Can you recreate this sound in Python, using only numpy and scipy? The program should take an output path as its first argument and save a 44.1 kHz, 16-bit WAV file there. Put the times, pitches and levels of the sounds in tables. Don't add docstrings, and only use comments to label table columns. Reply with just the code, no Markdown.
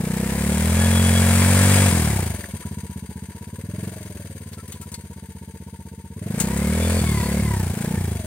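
import sys
import numpy as np
from scipy import signal
from scipy.fft import rfft, irfft
from scipy.io import wavfile
from scipy.ndimage import uniform_filter1d

SR = 44100
rng = np.random.default_rng(int(sys.argv[2]) if len(sys.argv) > 2 else 0)


def makeup_ratio(level_db):
    decades = np.asarray(level_db, float) / 20
    return 10 ** decades


def dump(signal):
    limited = np.clip(np.atleast_2d(signal).T, -1, 1)
    pcm = np.round(limited * 32767).astype(np.int16)
    wavfile.write(sys.argv[1], SR, pcm)


N = 364248
T = np.arange(N) / SR
HZ = np.fft.rfftfreq(N, 1 / SR)


def evened(x):
    return x / np.sqrt(np.mean(x ** 2) + 1e-20)


def steadied(x):
    return x / np.sqrt(uniform_filter1d(x ** 2, size=8000))


def curve(points):
    return np.interp(T, *np.transpose(points))


def read(points, hz):
    f, value = np.transpose(points)
    return np.interp(np.log(hz + 1), np.log(f + 1), value)


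def ring(x, hz, width):
    r = np.exp(-np.pi * width / SR)
    return signal.lfilter([1 - r, 0, -(1 - r) * r], [1, -2 * r * np.cos(2 * np.pi * hz / SR), r * r], x)


def slide(x, hz, width):
    turn = np.exp(2j * np.pi * np.cumsum(hz) / SR)
    r = np.exp(-np.pi * width / SR)
    at_zero = signal.lfilter([(1 - r) ** 2], [1, -2 * r, r * r], x / turn + 1e-18)
    return 2 * (turn * at_zero).real


def tone(hz):
    return np.sin(2 * np.pi * np.cumsum(hz) / SR)


def wander(count):
    once = uniform_filter1d(rng.standard_normal(N), count)
    return evened(uniform_filter1d(once, count))


def during(spans, edge_s=0.016):
    return sum(np.clip(np.minimum(T - a, b - T) / edge_s + .5, 0, 1) for a, b in spans)


# pitch_hz, likeness (0 to 1)
PORT_LIKENESS = [(100, 1), (380, 0.23), (700, 0.84), (1300, 0.9), (2400, 0.12), (4400, 0.51), (8000, 0.29),
                 (15000, 0.066)]


def pair(gate, points):
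    a, b = rfft(gate * rng.standard_normal((2, N)))
    same = np.clip(read(PORT_LIKENESS, HZ), 0, 1)
    z = np.array([a, same * a + np.sqrt(1 - same ** 2) * b])
    return evened(irfft(z * makeup_ratio(read(points, HZ)), N))


# time_s, rate_cycles_per_s
SPEED = [(0.0, 29.823), (0.267, 32.518), (0.845, 44.266), (1.307, 45.024), (1.694, 48.011), (1.862, 48.072),
         (2.362, 21.699), (2.553, 17.527), (3.093, 14.889), (3.485, 16.772), (3.868, 23.198),
         (4.365, 18.504), (5.213, 15.848), (6.135, 16.022), (6.399, 30.774), (6.788, 40.59),
         (6.966, 42.954)]
# open_s, shut_s
STABS = [
    (7.219, 7.412),
    (7.731, 7.96),
]


def crank():
    coast_per_s2, stab_per_s2 = 37.138, 61.41
    rate = curve(SPEED) - coast_per_s2 * np.maximum(T - SPEED[-1][0], 0)
    rate = rate + stab_per_s2 * sum(np.clip(T - a, 0, b - a) for a, b in STABS)
    start_turns, lead_s = -.172, .0039
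    return rate, start_turns + np.cumsum(rate) / SR + lead_s * rate


# open_s, shut_s
REVS = [
    (-1, 1.9),
    (3.3, 3.9),
    (6.14, 7.0),
]


def throttle_open(edge_s=0.016):
    return during([*REVS, *STABS], edge_s)


def cycle_sizes(turns, start, spread_db):
    return makeup_ratio(spread_db * rng.standard_normal(400))[(turns - start + 2).astype(int)]


def burst(turns, start, width, spread_db):
    u = (turns - start) % 1 / width
    return cycle_sizes(turns, start, spread_db) * np.minimum(2.5 * u, 1) * np.exp(-u)


def meadow_air():
    colour = [(20, -2), (60, 0), (300, -38), (2000, -3), (16000, -7)]  # pitch_hz, level_db
    return makeup_ratio(-59) * pair(np.ones(N), colour)


# start_s, level_db, centre_hz, t60_s
KNOCKS = [
    (2.439, -38, 1620, 0.041),
    (3.216, -36, 1750, 0.05),
    (4.53, -26, 4540, 0.074),
    (4.677, -26.5, 8800, 0.066),
    (4.721, -24.5, 3380, 0.094),
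    (4.812, -27, 8300, 0.13),
    (4.916, -26, 8500, 0.094),
    (4.941, -21.5, 4470, 0.072),
    (6.4003, -8.5, 7300, 0.13),
    (6.5732, -19, 1980, 0.038),
]
# pitch_hz, level_db, t60_s
CLANK = [(2095, -18, 0.17), (4317, -18, 0.05), (4360, -28, 5.0), (6560, -1.5, 0.066), (7950, -6, 0.1),
         (8800, 1, 0.043), (8800, -21, 0.083), (10500, -7, 0.069)]
# start_s, length_s, from_hz, to_hz, level_db
SQUEAKS = [
    (4.565, .065, 1330, 1330, -43),
    (4.812, .045, 1340, 1340, -46),
    (2.625, .03, 800, 2000, -44),
    (2.439, .007, 2300, 1400, -25),
]


def knocks():
    out, t = np.zeros((2, N)), T[:4000]
    for s, db, hz, t60 in KNOCKS:
        noise = rng.standard_normal((2, len(t)))
        noise[1] = noise[0] + 0.79 * noise[1]
        scrape = evened(ring(noise, hz, 0.21 * hz) + 0.34 * noise)
        hit = scrape * np.minimum(t / 0.0036, 1) * makeup_ratio(-60 * t / t60)
        if db > -25:
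            metal = sum(makeup_ratio(d - 60 * t / r) * np.sin(2 * np.pi * f * t) for f, d, r in CLANK)
            hit = hit + makeup_ratio(-2.0) * metal
        out[:, round(s * SR):][:, :len(t)] += makeup_ratio(db - 7.5) * hit
    for s, length, from_hz, to_hz, db in SQUEAKS:
        hz = np.geomspace(from_hz, to_hz, round(length * SR))
        out[:, round(s * SR):][:, :len(hz)] += makeup_ratio(db) * np.hanning(len(hz)) * tone(hz)
    return out


GEAR_ORDERS = (28.3, 56.6)
# low_db, high_db
GEARS_DB = (-50.5, -52)
# pitch_hz, level_db
GEARBOX = [(400, -9), (650, -5), (800, -9), (960, 0), (1090, -15), (1250, -22), (1700, -8), (2100, 1),
           (2400, -11)]
# from_s, to_s, low_gear_db, high_gear_db
DRIVE = [
    (0, .4, -7, -4),
    (.4, 2.1, -8, -14),
    (2.2, 2.7, 4, -2),
    (3.75, 4.4, 3, -12),
    (6.38, 6.7, -1, -5),
    (6.7, 7.03, -6, -5),
    (7.03, 7.3, 5, 0),
    (7.3, 7.44, -4, -5),
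    (7.42, 7.7, 3, 0),
    (8.08, 8.3, 7, -2),
]


def gears():
    rate, turns = crank()
    swing = .02 * np.sin(2 * np.pi * (turns - .1)) + .011 * wander(count=200)
    surge = 1 + (16 / rate) ** .5 * swing
    throb = 1 + .68 * np.sin(2 * np.pi * (turns - .12))
    out = np.zeros(N)
    for k, (order, free_db) in enumerate(zip(GEAR_ORDERS, GEARS_DB)):
        drive_db = sum(row[2 + k] * during([row[:2]], edge_s=0.11) for row in DRIVE)
        hz = order * rate * surge
        uneven_db = 3.4 * wander(count=300)
        load_db = .8 * (rate - 16)
        level_db = free_db + drive_db + load_db + read(GEARBOX, hz) + uneven_db
        out += makeup_ratio(level_db) * throb * tone(hz)
    return out


# from_s, to_s, pitch_hz, level_db (over the hiss)
BUZZES = [(0, 0.45, 1736, -11), (0.8, 0.847, 1700, -0.5), (0.8, 1.22, 3345, -11.5), (4, 4.7, 940, -12),
          (2.5, 3.7, 965, -6), (0.5, 2.1, 3350, -15), (7.5, 7.4, 1625, -3), (6.7, 7.3, 3500, -11),
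          (6.87, 7.5, 4500, -11), (8, 9, 3345, -13), (8, 7.9, 3400, -2.5)]


def panel_buzz(valves):
    shaken = (1 + valves) * rng.standard_normal(N)
    return sum(makeup_ratio(db) * during([(a, b)], edge_s=0.094) * evened(ring(shaken, hz, 17))
               for a, b, hz, db in BUZZES)


# pitch_hz, level_db
HISS = [(1590, -70), (2700, 0.5), (3180, 10), (3400, 7.5), (3610, 7), (3920, 9.5), (4280, 5), (4860, 9.5),
        (5900, 5.5), (8500, 15), (9640, 12.5), (12100, -8), (15100, -61), (16000, -59)]
# pitch_hz, width_hz, level_db
COVERS = [(4690, 74, 1.5), (6240, 71, 3.5), (6620, 31, -7), (8070, 81, 8), (8540, 38, 7), (9100, 220, 8),
          (9630, 41, 3), (10400, 40, -4), (11760, 190, 0), (12200, 37, -7), (12800, 37, -4), (13300, 63, 1),
          (13700, 90, -10), (15000, 240, -22)]


def valve_hiss(valves, grit, rate):
    covers = sum(makeup_ratio(db) * evened(ring(valves * rng.standard_normal((2, N)), hz, width))
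                 for hz, width, db in COVERS)
    covers_db = -11.5 + 11.5 * np.clip((30 - rate) / 10, 0, 1)
    return pair(valves * grit, HISS) + makeup_ratio(covers_db) * evened(covers)


# pitch_hz, level_db
RASP = [(600, -26), (900, -7), (1200, -6.5), (1700, -3), (1950, -5), (2250, -3), (2650, -8), (3400, -22)]
# pitch_hz, width_hz, level_db
CASING = [(955, 70, -1), (1670, 70, 0), (2280, 80, -2), (2800, 80, -8)]


def casing_rasp(valves, grit):
    walls = sum(makeup_ratio(db) * evened(ring(valves * rng.standard_normal(N), hz, width))
                for hz, width, db in CASING)
    return pair(valves * grit, RASP) + makeup_ratio(-13) * walls


# pitch_hz, level_db
RUSH = [(40, -29), (100, -24), (300, -13), (500, -15), (700, -10), (900, -13), (1100, -19.5), (1500, -26)]


def gas_rush(turns, smear):
    gas = steadied(.4 * smear + burst(turns, .06, .15, 2.5))
    return pair(gas, RUSH)


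# time_s, level_db
EFFORT = [(0, -41.5), (.3, -36), (.84, -28.5), (1.49, -24.5), (1.77, -22.5), (2.0, -27.5), (2.25, -36),
          (2.51, -44.5), (3.04, -50), (3.66, -52), (3.84, -45.5), (4.4, -50), (6.14, -56.5), (6.4, -39.5),
          (6.92, -32), (7.2, -35), (7.7, -39.5), (8.26, -43)]


def noise_levels():
    rate, effort_db = crank()[0], curve(EFFORT)
    throttle = throttle_open(edge_s=0.021)
    middle = np.exp(-((rate - 28.6) / 11.8) ** 2)
    rush_db = effort_db - 6.5 + 6.5 * middle + 0.5 * throttle
    rasp_db = effort_db - 6 + 1.5 * middle + 1.5 * throttle
    return rush_db, rasp_db, effort_db + 0.5 * throttle


def clatter():
    rate, turns = crank()
    rush_db, rasp_db, hiss_db = noise_levels()
    smear = (rate / 30) ** 1.3
    valves = steadied(.45 * smear + burst(turns, .18, .2, 2.0) + 1.1 * burst(turns, .5, .14, 2.5))
    grit = makeup_ratio(1.1 * wander(count=40))
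    rush = makeup_ratio(rush_db + 2.6) * gas_rush(turns, smear)
    rasp = makeup_ratio(rasp_db + 3.43) * casing_rasp(valves, grit)
    hiss = makeup_ratio(hiss_db - 0.5) * (valve_hiss(valves, grit, rate) + panel_buzz(valves))
    return rush + rasp + hiss


# pitch_hz, width_hz
SHADOWS = [(800, 120), (1260, 200), (2400, 110), (5300, 400), (7750, 700), (12450, 350), (14000, 350)]


def shaded(x):
    share = .8 * np.clip((30 - crank()[0]) / 8, .15, 1)
    for hz, width in SHADOWS:
        x = x - share * ring(x, hz, width)
    return x


# from_s, to_s
MISFIRES = [
    (2.3, 2.5),
    (2.585, 2.62),
    (4.14, 4.18),
    (8.12, 8.4),
]
# from_s, to_s
DIG = (.62, 1.9)


def surges():
    rate = crank()[0]
    throttle = throttle_open()
    overrun = np.clip(rate - 24.5, 0, 1)
    cut = (1 - throttle) * np.clip(overrun + during(MISFIRES), 0, 1)
    idle = 1 - throttle - cut
    dig = during([DIG], edge_s=.15)
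    catch_s, fade_s = 2.5, 0.58
    catch = 1 + 2.2 * np.exp(-np.maximum(T - catch_s, 0) / fade_s)
    burn = 7.8 * (rate - 12.7)
    backflow = 0.88 * (rate - 3.5)
    blow = throttle * burn - cut * backflow + idle * 23.6 * catch
    push = throttle * burn * (0.71 - 0.74 * dig)
    push = push + idle * 3.6 * (rate - 11.5)
    push = push + cut * 277 * np.clip((rate - 18) / 8, .15, 1)
    suck = throttle * (2.5 * (rate - 11) + 61 * dig)
    suck = suck + cut * 9.2 + idle * 28.3 * np.sqrt(catch)
    return blow, push, -suck


# pitch_hz, width_hz, level_db
OVERTONES = [(324, 71, 2), (423.7, 77, 4.5), (459.3, 72, 3.5), (555, 76, -0.5), (636, 32, -12)]


def snap():
    rate, turns = crank()
    blow, push, _ = surges()
    fast = np.clip((rate - 24) / 20, 0, 1)
    heat = 1 + .22 * throttle_open() * fast - 0.13 * (blow < 0)
    load = (np.abs(blow) + 0.6 * push) ** 0.65 * (rate / 30) ** 1.19
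    shut = np.clip((28 - rate) / 12, .25, .9)
    puffs = burst(turns, .04, .012 + .02 * shut, 1.5) - shut * burst(turns, .27, .03, 2.5)
    out = np.zeros(N)
    for k, (hz, width, db) in enumerate(OVERTONES):
        out += (-1) ** k * makeup_ratio(db) * slide(load * puffs, hz * heat, 1.12 * width)
    return makeup_ratio(-39) * out


# start_cycles, width_cycles (at 30 per s), speed_power (by which width follows speed)
SURGES = [
    (-0.00705, 0.0537, 1.18),
    (0.124, 0.0745, 0.72),
    (0.272, 0.0706, 1.0),
]
# pitch_hz, width_hz, level_db
PIPE = [(102.2, 37, 12), (153.5, 19.3, 13), (190, 23.7, 20.5), (217.4, 24.8, 20.5)]


def exhaust():
    rate, turns = crank()
    flow = np.zeros(N)
    for size, (start, width, power) in zip(surges(), SURGES):
        u = (turns - start) % 1 / (width * (rate / 30) ** power)
        change = np.gradient(u ** 3 * np.exp(-u)) * SR / 1e6
        flow += size * cycle_sizes(turns, start, .5) * change
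    return makeup_ratio(1.5) * sum(makeup_ratio(db) * ring(flow, hz, width) for hz, width, db in PIPE)


def silenced(pipe):
    return pipe - 0.53 * ring(pipe, 269, 27)


def scene():
    body = shaded(clatter() + meadow_air())
    return silenced(exhaust() + snap()) + body + gears() + knocks()


# pitch_hz, left_minus_right_db
BALANCE_DB = [(60, 0.0), (92, 0.0), (140, 0.0), (210, -0.5), (330, 1.0), (500, 2.0), (770, 0.5),
              (1170, 1.5), (1790, -2.5), (2740, -0.5), (4190, 1.0), (6410, 7.0), (9810, 26.0),
              (15000, 13.0)]
# pitch_hz, level_db
BASS_CUT = [(20, 6), (40, -10), (50, -18), (64, -1), (75, -1)]


def two_ports(x):
    tilt = makeup_ratio(read(BALANCE_DB, HZ))
    left_lead_s = 3 / 44100
    left = 2 * tilt * np.exp(2j * np.pi * HZ * left_lead_s)
    ports = np.array([left, 2 + 0 * tilt]) / (1 + tilt)
    return irfft(rfft(x) * makeup_ratio(read(BASS_CUT, HZ)) * (HZ < 15800) * ports, N)


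def top_cut(x):
    return signal.sosfilt(signal.butter(12, 16830, fs=SR, output="sos"), x)


def record(dry):
    headroom = 1.2
    limited = headroom * np.tanh(dry / headroom)
    thinned = signal.lfilter(*signal.butter(3, 70 / SR * 2, "high"), limited)
    mix = two_ports(thinned)
    return top_cut(mix)


dry = scene()
out = record(dry)
dump(out)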